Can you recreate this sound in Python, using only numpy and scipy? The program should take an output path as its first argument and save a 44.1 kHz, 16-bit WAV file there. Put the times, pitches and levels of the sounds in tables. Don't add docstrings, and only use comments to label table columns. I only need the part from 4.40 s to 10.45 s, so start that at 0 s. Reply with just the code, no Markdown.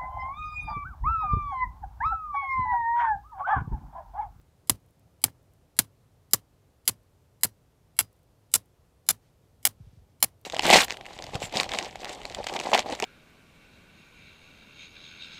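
import sys
import numpy as np
from scipy import signal
from scipy.io import wavfile
from scipy.ndimage import uniform_filter1d

SR = 44100
rng = np.random.default_rng(int(sys.argv[2]) if len(sys.argv) > 2 else 0)


def to_wav(sig):
    pcm = np.clip(np.atleast_2d(sig), -1, 1) * 32767
    pcm = np.round(pcm).astype(np.int16)
    wavfile.write(sys.argv[1], SR, pcm.T)


def how_loud(loudness_db):
    steps = np.asarray(loudness_db, float) / 20
    return 10 ** steps


N = 266805

# (time [s], peak [dB], slide length [s], scrape level [dB],
# damping by soil and glove once the stake stops [dB/ms])
HAMMER_BLOWS = [(0.2972, 1, 0.0059, -17.5, 2.1), (0.8407, 2, 0.0075, -22, 1.5),
                (1.3905, 3, 0.0079, -18, 0.7), (1.935, 1.5, 0.0099, -18, 1.57),
                (2.4781, -0.5, .019, -26.5, 5), (3.0348, .5, 0.02, -25.5, 1), (3.5906, 1, 0.019, -27, 0.8),
                (4.1401, 0, .0211, -24, 0.5), (4.6892, 1, 0.021, -26, 1.2), (5.253, 2, 0.02, -27.5, 3),
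                (5.8277, 1.5, 0.018, -24.5, 4)]


def evened(x):
    return x / np.sqrt(np.mean(x ** 2) + 1e-20)


def add(mix, s, sound):
    part = mix[round(s * SR):][:len(sound)]
    part += sound[:len(part)]


def colour(x, points):
    f, db = np.transpose(points)
    hz = abs(np.fft.fftfreq(4096, 1 / SR))
    log_gain = np.log(how_loud(np.interp(np.log(hz + 1), np.log(f + 1), db)))
    taps = np.fft.ifft(np.exp(np.conj(signal.hilbert(log_gain)))).real[:2048]
    return signal.oaconvolve(x, taps / np.linalg.norm(taps))[:len(x)]


def band(x, lo_hz, hi_hz):
    sos = signal.butter(2, [lo_hz, min(hi_hz, SR / 2.2)], "band", fs=SR, output="sos")
    return signal.sosfilt(sos, x)


def ring(hz, t60, rise, glide=0., size=6000):
    t = np.arange(size) / SR
    turns = np.cumsum(hz * np.exp(-glide * t)) / SR
    return how_loud(-60 * t / t60) * (1 - np.exp(-t / rise)) * np.sin(2 * np.pi * turns)


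def air():
    # (frequency [Hz], level [dB per Hz])
    floor = [(12, -67.5), (20, -28), (37, -11), (75, -3), (109, -0.5), (181, -16), (293, -16), (328, -21),
             (367, -16.5), (530, -18.5), (1640, -33), (2370, -35), (5860, -38.5), (14500, -42),
             (17100, -57.5)]
    # (time [s], level [dB])
    breeze_path = [
        (0, -.2),
        (1.2, -0.2),
        (3.5, -2.04),
        (5.6, 0.45),
    ]
    frames, hz = N // 256 + 5, np.fft.rfftfreq(1024, 1 / SR)
    real, imag, patches = rng.standard_normal((frames, 513, 3)).T
    patches = evened(uniform_filter1d(uniform_filter1d(patches, 12, 0), 14, 1))
    f, db = np.transpose(floor)
    floor_db = np.interp(np.log(hz + 1), np.log(f + 1), db)[:, None]
    breeze_db = np.interp(np.arange(frames) * 256 / SR, *np.transpose(breeze_path))
    field_db = floor_db + 0.4 * patches + breeze_db / (1 + (hz[:, None] / 400) ** 2)
    noise = signal.istft((real + 1j * imag) * how_loud(field_db), nperseg=1024, noverlap=768)[1][:N]
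    return how_loud(-62.5) * evened(noise)


def grass_ticks():
    # (time [s], level [dB], lowest frequency [Hz])
    ticks = [(0.014, -59, 6000), (.085, -75, 9000), (.4024, -67, 8000), (.4618, -62, 7900),
             (.4888, -62, 8000), (.508, -60, 9000), (.595, -57, 8000), (1.0293, -64, 8000),
             (1.136, -57, 7000), (2.6333, -66, 8000), (3.7291, -59, 6930), (3.764, -65, 8000),
             (3.7915, -68.5, 8950), (3.8317, -61, 7000), (4.2579, -57, 9250), (5.9932, -71, 5830),
             (6.0136, -54.5, 7000)]
    out, t = np.zeros(N), np.arange(150) / SR
    for s, db, hz in ticks:
        grit = rng.standard_normal(150)
        add(out, s, how_loud(db) * band(grit * np.exp(-t / 0.0017), hz, 16000))
    return out


def contact():
    # (first flight [s], second flight [share of first],
    # level [dB], change per rebound [dB])
    rebounds = [
        (.0056, 1.14, -7.5, -4.5),
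        (.0086, .51, -7.5, -4.5),
        (.0085, .69, -11, -1.1),
        (.01, 0.45, -8.5, 0.15),
        (.0097, .55, -10, 1.54),
        (.0082, 0.76, -11, 0.8),
        (.0071, .69, -12, 1.3),
    ]
    # (time [s], level [dB])
    slaps = [
        (.8616, -35),
        (.8665, -35.5),
        (1.403, -20.5),
        (1.4184, -30.5),
        (1.9566, -33),
        (2.5006, -33.5),
        (3.062, -45.5),
        (3.615, -34),
        (5.2808, -41),
        (5.8504, -35.5),
    ]
    force, faint, slide = np.zeros(N), np.zeros(N), np.zeros(N)
    for (s, *_), (flight, share, db, change_db) in zip(HAMMER_BLOWS[4:], rebounds):
        second = flight * share
        third = second * .8
        for k, after in enumerate(np.cumsum([flight, second, third])):
            add(force, s + after - .0004, how_loud([db + k * change_db]))
    for s, db in slaps:
        add(faint, s, how_loud([db]))
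        add(faint, s + .0045, how_loud([db - 12]))
    for s, db, length, scrape_db, _ in HAMMER_BLOWS:
        add(force, s - .0004, how_loud([db]))
        add(force, s - .0014, how_loud([db - 8]))
        add(slide, s + 0.0014, how_loud(scrape_db) * signal.windows.tukey(round(length * SR), .2))
    grains = rng.standard_normal(N) * how_loud(3.5 * rng.exponential(1, N).clip(0, 4))
    return force + how_loud(-16.5) * slide * evened(grains), faint, slide


def stake(force, faint):
    modes_hz = [770, 1390, 2290, 2930, 3470, 4230, 4920, 5740, 6590, 7410, 8315, 9345, 10330, 11385, 12485,
                13640, 14790, 15620]
    # (width [Hz], level [dB])
    mode_shapes = [(180, -17), (150, -17), (150, -10), (150, -13), (150, -9), (150, -9.5), (170, -7),
                   (200, -10.5), (139, -13), (150, -1.5), (120, -8), (273, -0.5), (120, 1), (159, -3.5),
                   (120, -1), (120, -10.5), (140, -10), (170, -22)]
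    # (frequency [Hz], level [dB])
    crack_colour = [(200, -33.5), (600, -12), (1100, -7.5), (2000, -8), (5000, -3), (7000, -5), (10000, 1),
                    (14000, -5.5), (16500, -10)]
    # (group centre [Hz], group lift [dB], others' shift [dB])
    face_hits = [(705, 4.5, 0.44), (700, 3.5, -0.5), (1300, 2.5, 1.1), (2300, -8, 4), (1492, -2.5, 1),
                 (700, 1.5, -0.15), (2500, 4, 1.4), (7000, 3.5, -0.16), (7000, 1.5, 0.6), (700, 3, .9),
                 (700, 3.5, 0.4)]
    # (time [s], level [dB], frequency [Hz], t60 [s])
    lingering = [
        (3.059, -69, 5740, 0.23),
        (3.611, -55, 4920, 0.16),
        (5.851, -56.5, 4230, 0.059),
    ]
    out, t, grid_hz = np.zeros(N), np.arange(2000) / SR, np.geomspace(300, 17000, 40)
    for (s, _, length, _, grip_db), (group_hz, lift_db, others_db) in zip(HAMMER_BLOWS, face_hits):
        group = np.exp(-(np.log2(grid_hz / group_hz) / .45) ** 2)
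        strongest = np.exp(-(np.log2(grid_hz / 10100) / .25) ** 2)
        tint_db = lift_db * group + others_db * (1 - strongest)
        tint = np.transpose([grid_hz, tint_db])
        mode_db = np.interp(np.log(modes_hz), np.log(grid_hz), tint_db)

        modes = np.zeros(2000)
        signs = rng.choice([-1, 1], len(modes_hz))
        for hz, (width_hz, db), extra_db, sign in zip(modes_hz, mode_shapes, mode_db, signs):
            modes += sign * how_loud(db + extra_db) * ring(hz, 1.6 / width_hz, .0003, size=2000)

        hiss = rng.standard_normal(2000) * how_loud(-60 * t / 0.032 - 6) * (1 - np.exp(-t / 0.00039))
        hiss[0] = how_loud(9)
        hiss = colour(colour(hiss, crack_colour), tint) * np.sqrt(np.mean(how_loud(mode_db) ** 2))

        near = slice(round((s - .002) * SR), round((s + .05) * SR))
        ringing = how_loud(-9) * signal.oaconvolve(force[near], modes)
        crack = how_loud(-10.5) * signal.oaconvolve(force[near], hiss)
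        late_slaps = how_loud(-7.5) * signal.oaconvolve(faint[near], hiss)
        held_ms = 1000 * np.clip(np.arange(len(crack)) / SR - length - .004, 0, 1)
        grip = how_loud(-abs(grip_db) * held_ms)
        add(out, s - .002, grip * (ringing + crack) + late_slaps)
        hard_knocks = np.maximum(force[near] - .15, 0)
        add(out, s - .002, yard(colour(hard_knocks, crack_colour)))
    for s, db, hz, t60 in lingering:
        add(out, s, how_loud(db) * ring(hz, t60, .003))
    return out


def yard(x):
    # (frequency [Hz], level [dB])
    scatter_colour = [(300, 11), (1000, 9), (2500, 3.5), (5000, -1.5), (8000, -2.5), (11000, -5),
                      (16500, -1)]
    t = np.arange(4000) / SR
    taps = rng.standard_normal(4000) * (rng.random(4000) < .3)
    wash = how_loud(-45.5 - 60 * t / 0.15) * (1 - np.exp(-t / 0.0044))
    spread = how_loud(-62.5) / (1 + np.exp((t - .064) / 0.0014)) + how_loud(-77.0 - 60 * t / .4)
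    return how_loud(4.0) * signal.oaconvolve(x, colour(taps * (wash + spread), scatter_colour))


def soil(slide):
    # (time [s], thud level [dB], thud pitch [Hz], grit spray level [dB])
    stops = [(0.2981, -19.5, 324.6, -39), (0.843, -27.5, 330, -39), (1.393, -21.5, 270.5, -42),
             (1.937, -27.5, 299.6, -39), (2.493, -31.5, 300, -47), (3.051, -29, 247, -47),
             (3.607, -35, 299.3, -46), (4.159, -31, 250, -44), (4.709, -34, 200, -49),
             (5.27, -36.5, 300, -46.5), (5.839, -30.5, 170, -48.5)]
    # (time [s], level [dB], centre [Hz])
    clods = [
        (.86, -42.5, 912),
        (.881, -39, 784),
    ]
    t = np.arange(4000) / SR
    drag = signal.lfilter([.006], [1, -.994], slide)
    out = how_loud(-1.5) * band(drag * rng.standard_normal(N), 85, 1800)
    for s, db, hz in clods:
        knock = evened(band(rng.standard_normal(4000), hz * .6, hz * 1.5))
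        add(out, s, how_loud(db - 60 * t / .02) * knock)
    for s, thud_db, thud_hz, spray_db in stops:
        heave_db = -41 + 17 * np.exp(-s / 1.5)
        loose, grit = rng.standard_normal((2, 4000))
        add(out, s, how_loud(thud_db) * ring(thud_hz, 0.026, 0.00031, glide=59))
        add(out, s + 0.0092, how_loud(heave_db) * ring(110, 0.13, 0.0014, glide=1.1))
        rumble = evened(band(loose, 35, 250)) * (1 - np.exp(-t / 0.0016))
        add(out, s + .003, how_loud(heave_db - 8.5 - 60 * t / 0.18) * rumble)
        spray_swell = (t / 0.0078) ** 2 * np.exp(2 - 2 * t / .007)
        add(out, s + 0.011, how_loud(spray_db - 2.5) * evened(band(grit, 3800, 14000)) * spray_swell)
    return out


def sleeve_rustle():
    # (time [s], length [s], level [dB])
    swells = [
        (4.801, .12, -77),
        (4.98, .14, -85),
        (5.33, 0.32, -76.5),
        (5.67, .07, -86),
    ]
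    out, t = np.zeros(N), np.arange(N) / SR
    grains = rng.standard_normal(N) * how_loud(2.4 * rng.exponential(1, N))
    cloth = evened(band(grains, 1500, 5700))
    for s, length, db in swells:
        out += cloth * how_loud(db) * np.sin(np.pi * np.clip((t - s) / length, 0, 1))
    return out


def wind_bumps():
    # (time [s], level [dB], start pitch [Hz], length [s])
    bumps = [
        (5.402, -40, 170, 0.036),
        (5.436, -48, 99, 0.069),
        (5.466, -44.5, 170, 0.038),
        (5.529, -48, 180, 0.021),
        (5.57, -44.5, 150, 0.044),
        (5.615, -56.5, 150, 0.045),
    ]
    out = np.zeros(N)
    for s, db, hz, length in bumps:
        add(out, s, how_loud(db) * ring(hz, 3 * length, 0.15 * length, glide=36.3) * 2)
    return out


def scene():
    force, faint, slide = contact()
    blows = stake(force, faint) + soil(slide)
    small_sounds = grass_ticks() + sleeve_rustle() + wind_bumps()
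    return (air() + blows + small_sounds)[None]


def top_cut(x):
    return signal.sosfilt(signal.butter(12, 17290, fs=SR, output="sos"), x)


def record(dry):
    leads = [1024, 864, 704, 512, 352]
    lead_levels = [-43, -48.5, -54, -49.5, -54.5]
    dry = signal.sosfilt(signal.butter(3, 36, "high", fs=SR, output="sos"), dry)
    treble = band(dry, 1500, 15500)
    ahead = sum(how_loud(db) * np.roll(treble, -lead, axis=1) for lead, db in zip(leads, lead_levels))
    limited = 1.2 * np.tanh((dry + ahead) / 1.2)
    edge = signal.firwin(101, 15900, window=("kaiser", 5), fs=SR)[None]
    return top_cut(signal.oaconvolve(limited, edge, "same"))


dry = scene()
out = record(dry)
to_wav(out)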